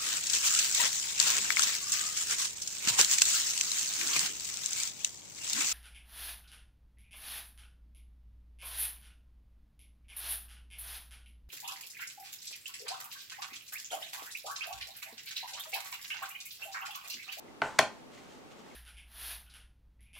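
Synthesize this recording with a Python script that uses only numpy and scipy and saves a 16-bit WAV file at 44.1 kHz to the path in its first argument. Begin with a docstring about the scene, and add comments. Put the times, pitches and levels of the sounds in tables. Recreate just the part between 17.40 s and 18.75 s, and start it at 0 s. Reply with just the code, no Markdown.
"""A plastic lid is set down on a covered table in a small room by a gloved hand.
One edge knocks first and slides on the cloth, then the lid drops flat with a sharp clack.
Each landing rings the lid and the table, and the rim chatters in a few quick clicks.
The glove rustles as the hand draws back; faint plastic taps and quiet room noise lie underneath."""
import sys
import numpy as np
from scipy import signal
from scipy.fft import rfft, irfft
from scipy.io import wavfile
from scipy.ndimage import uniform_filter1d

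SR = 44100
rng = np.random.default_rng(int(sys.argv[2]) if len(sys.argv) > 2 else 0)


def store_wav(level_fs):
    """Save 16-bit WAV to argv[1]."""
    pcm = np.round(np.clip(np.atleast_2d(level_fs), -1, 1) * 32767)
    wavfile.write(sys.argv[1], SR, pcm.T.astype(np.int16))


N = 59535
TIME = np.arange(N) / SR

# the lid lands on its edge, then flat: start_s, level_db, splash_db, splash_brightness_hz
LANDINGS = [(0.218, -3, 4.5, 1920), (0.38967, -1.5, 7.5, 3700)]


def from_db(db):
    """Decibels to gain."""
    return 10 ** (np.asarray(db) / 20)


def unit_rms(x):
    """Scale to an rms of 1."""
    return x / np.sqrt(np.mean(x ** 2) + 1e-20)


def at_hz(curve, hz):
    """Read a curve on a log-frequency axis."""
    freqs, values = np.transpose(curve)
    return np.interp(np.log(hz), np.log(freqs), values)


def decay(start_s, t60_s):
    """Envelope that jumps to 1 and loses 60 dB in t60_s."""
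    return (TIME >= start_s) * np.exp(-np.log(1000) * np.maximum(TIME - start_s, 0) / t60_s)


def ring(start_s, hz, t60_s):
    """A struck mode: a decaying sine."""
    return decay(start_s, t60_s) * np.sin(2 * np.pi * hz * (TIME - start_s))


def butter(x, hz, kind, order=2):
    """Causal Butterworth filter."""
    sos = signal.butter(order, np.clip(hz, 10, .45 * SR), kind, fs=SR, output="sos")
    return signal.sosfilt(sos, x + 1e-18)


def widen(mid, side, side_db):
    """Left and right from mid and side."""
    return mid + from_db(side_db) * side * np.array([[1], [-1]])


def stereo_noise(colour, width):
    """Steady noise of rms 1, shaped by a colour curve and a width curve."""
    hz = np.maximum(np.arange(N // 2 + 1) * SR / N, 1)
    mid, side = rfft(rng.standard_normal((2, N)))
    spectrum = widen(mid, side, at_hz(width, hz)) * from_db(at_hz(colour, hz))
    return unit_rms(irfft(spectrum, N))


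def room_noise():
    """A steady wide hiss with the drone of a low resonance."""
    # tone of the hiss: freq_hz, relative_db
    colour = [(15, -45), (25, -25), (175, -8.5), (256, -3.5), (335, -3), (439, -3.5), (641, -8), (911, -7),
              (988, -16), (1070, -10), (1740, -19), (2110, -19), (7310, -29.5), (13600, -38.5),
              (16000, -42)]
    # stereo width of the hiss: freq_hz, side_over_mid_db
    width = [(30, -4), (100, 10.5), (250, -0.5), (700, -2), (2000, 2.5), (12000, 1.5)]
    resonance = ring(0, hz=245, t60_s=0.085)
    drone = signal.fftconvolve(rng.standard_normal(2 * N), resonance)[N:2 * N]
    return from_db(-52.5) * stereo_noise(colour, width) + from_db(-63.5) * unit_rms(drone)


def plastic_taps():
    """Light touches on the plastic, each a brief, blurred ring of narrow-band noise."""
    # faint taps: start_s, level_db, pitch_hz
    touches = [(0.082, -59, 2040), (0.777, -57.5, 2060), (1.116, -67, 3060), (1.2, -64, 3050),
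               (1.264, -62, 1900), (1.311, -62, 2130)]
    band_ratio = 1.06
    out = np.zeros(N)
    for start_s, level_db, pitch_hz in touches:
        band = butter(rng.standard_normal(N), [pitch_hz / band_ratio, pitch_hz * band_ratio], "band")
        out += from_db(level_db) * decay(start_s, t60_s=0.14) * unit_rms(band)
    return out


def edge_slide():
    """The edge of the tilted lid hisses over the cloth between the two landings."""
    # swell and fade of the slide: time_s, level_db
    swell = [(.215, -53), (.228, -45.5), (.27, -44.5), (.32, -50), (.375, -52.5), (.395, -55)]
    # tone of plastic on cloth: freq_hz, relative_db
    colour = [(500, 4), (1000, 14), (2000, 2), (4500, -5), (6500, -5), (8200, -6), (10000, -17.5),
              (15000, -25)]
    level_db = np.interp(TIME, *np.transpose(swell), left=-120, right=-120)
    return from_db(level_db) * stereo_noise(colour, width=[(1000, -11.5)])


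def lid_knocks():
    """Each landing rings the lid and the table; where it strikes sets the strength of each mode."""
    # modes of the lid: pitch_hz, t60_s, edge_hit_db, flat_hit_db
    lid_modes = [(642.5, 0.068, -24, -14), (831.6, 0.036, -20.5, -15), (1055.5, .028, -24, -12),
                 (1210, 0.032, -28, -21.5), (1412, 0.04, -23.5, -35), (1514, 0.025, -16.5, -29),
                 (1830, 0.043, -33, -13), (2044, 0.015, -26.5, -28), (2220, 0.013, -39, -13),
                 (2830, 0.035, -44, -31), (3237, 0.03, -46, -18.5), (3478, 0.019, -55, -14.5),
                 (4230, 0.0097, -28.5, -15.5), (6080, 0.013, -49, -27)]
    # modes of the table under it: pitch_hz, t60_s, edge_hit_db, flat_hit_db
    table_modes = [(91, 0.19, -53, -47), (141.8, 0.22, -39.5, -38), (226.7, 0.45, -54, -44.5),
                   (413.5, 0.25, -35, -33.5), (622, 0.073, -33.5, -29), (673.5, .16, -30, -28),
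                   (881, 0.27, -32.5, -36.5)]
    out = np.zeros(N)
    for landing, (start_s, level_db, *_) in enumerate(LANDINGS):
        for pitch_hz, t60_s, *hit_db in lid_modes + table_modes:
            delay_s = 0.002031 * min(1000 / pitch_hz, 2)   # bending waves are slow in the bass
            out += from_db(level_db + hit_db[landing]) * ring(start_s + delay_s, pitch_hz, t60_s)
    return butter(out, 134, "high")   # a small lid radiates little bass


def landing_splash():
    """The broad pulse that each landing throws sideways, heard only by way of the walls."""
    out = np.zeros(N)
    for start_s, _, splash_db, brightness_hz in LANDINGS:
        pulse = butter(decay(start_s, t60_s=0.00098), brightness_hz, "low")
        out += from_db(splash_db) * unit_rms(pulse)
    return butter(out / np.sqrt(N), 408, "high")


def rim_chatter():
    """Each contact of the rim is a crack, a heavily damped snap, a scrunch and a trace of grit."""
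    # the rim hits the table: start_s, level_db, brightness_hz
    contacts = [(0.2187, -3.5, 1570), (0.2221, -8, 1500), (0.2239, -13.5, 1030), (0.387, -8.5, 4300),
                (0.3893, -6.5, 4200), (0.39, 6, 4700), (0.39129, -2.5, 3120), (0.3945, -7.5, 5600),
                (0.3976, -4, 1990)]
    out = np.zeros(N)
    for start_s, level_db, brightness_hz in contacts:
        crack = from_db(-3) * unit_rms(ring(start_s, brightness_hz, t60_s=0.00055))
        snap = unit_rms(ring(start_s, hz=2157, t60_s=0.0047))
        scrunch_envelope = from_db(-3) * unit_rms(decay(start_s, t60_s=0.0034))
        grit_envelope = from_db(-7.5) * unit_rms(decay(start_s, t60_s=0.048))
        rasp = butter((scrunch_envelope + grit_envelope) * rng.standard_normal(N), 3520, "high")
        rasp = butter(rasp, 3 * brightness_hz, "low")
        out += from_db(level_db) * butter(snap + crack + rasp, brightness_hz, "low", order=1)
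    return butter(out / np.sqrt(N), 670, "high")


def even_noise(envelope):
    """Two mid/side noise pairs, flattened so that no narrow band stands out under the envelope."""
    noise = rng.standard_normal((2, 2, N))
    for _ in range(2):
        power = uniform_filter1d(np.abs(rfft(noise * envelope)) ** 2, size=45, axis=-1)
        noise = unit_rms(irfft(rfft(noise) / np.sqrt(power), N))
    return noise


def room_reverb(sound):
    """Diffuse reflections build up quickly and die band by band, wider in the treble."""
    # tone of the reflections: freq_hz, level_db
    colour = [(100, -2.5), (300, -3.5), (700, -4), (1100, -6), (2000, -4), (3500, -5), (7000, -5),
              (14000, -8)]
    # decay of the room: freq_hz, t60_s
    decay_times = [(100, 0.28), (700, 0.24), (1400, 0.27), (2500, 0.22), (5000, 0.22), (14000, 0.16)]
    # stereo width of the reflections: freq_hz, side_over_mid_db
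    width = [(100, -27), (700, -15.5), (1800, -8), (3500, -5), (7000, -3), (12000, 3)]
    predelay_s, build_s = 0.0023, 0.009
    build = np.clip((TIME - predelay_s) / build_s, 0, 1)
    noise = even_noise(build * decay(0, t60_s=0.3))
    edges_hz = np.geomspace(60, 17000, 17)
    response = np.zeros((2, N))
    for k, band in enumerate(zip(edges_hz, edges_hz[1:])):
        hz = np.sqrt(band[0] * band[1])
        tail = unit_rms(build * decay(0, at_hz(decay_times, hz))) / np.sqrt(N)
        mid, side = butter(noise[k % 2], band, "band")
        response += from_db(at_hz(colour, hz)) * tail * widen(mid, side, at_hz(width, hz))
    return signal.fftconvolve(response, sound[None], axes=1)[:, :N]


def glove_rustle():
    """Grainy friction of glove and sleeve that follows the hand as it draws back."""
    # the rustle rises and falls with the hand: time_s, level_db
    gesture = [(0, -89), (.55, -62.5), (.69, -80), (.74, -56.5), (.765, -61.5), (.783, -57.5), (.81, -61.5),
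               (.86, -63.5), (.915, -61), (.96, -62.5), (1.02, -72), (1.1, -70.5), (1.118, -56),
               (1.15, -70), (1.205, -60.5), (1.228, -70), (1.27, -63.5), (1.35, -64)]
    # tone of the rustle: freq_hz, relative_db
    colour = [(300, -16), (1000, -1), (2000, 1.5), (3200, 2.5), (5000, -3.5), (7000, -3), (10000, -15),
              (15000, -22)]
    grain_db = 1.5 * unit_rms(butter(rng.standard_normal(N), 250, "low"))
    level_db = np.interp(TIME, *np.transpose(gesture)) + grain_db
    return from_db(level_db) * stereo_noise(colour, width=[(1000, -8.5)])


def scene():
    """The lid near the centre, its reverb, and the quiet sounds around it."""
    body, clicks = lid_knocks(), rim_chatter()
    hits = body + clicks
    # the top treble, 0.3 ms late, differs between left and right
    late_treble = np.interp(TIME - 0.0003, TIME, butter(hits, 9900, "high"))
    direct = widen(hits, late_treble, side_db=2)
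    # the lid's higher modes are softened in the reverb, so its tail rings less
    send = butter(body, 3000, "low", order=1) + clicks
    reverb = room_reverb(from_db(-1) * send + landing_splash())
    return direct + reverb + edge_slide() + glove_rustle() + plastic_taps() + room_noise()


def record(dry):
    """Peaks clip at full scale and a steep low-pass cuts the top."""
    cutoff_hz = 15700
    lowpass = signal.ellip(10, .1, 80, cutoff_hz, fs=SR, output="sos")
    return signal.sosfilt(lowpass, np.clip(dry, -1, 1))


dry = scene()
out = record(dry)
store_wav(out)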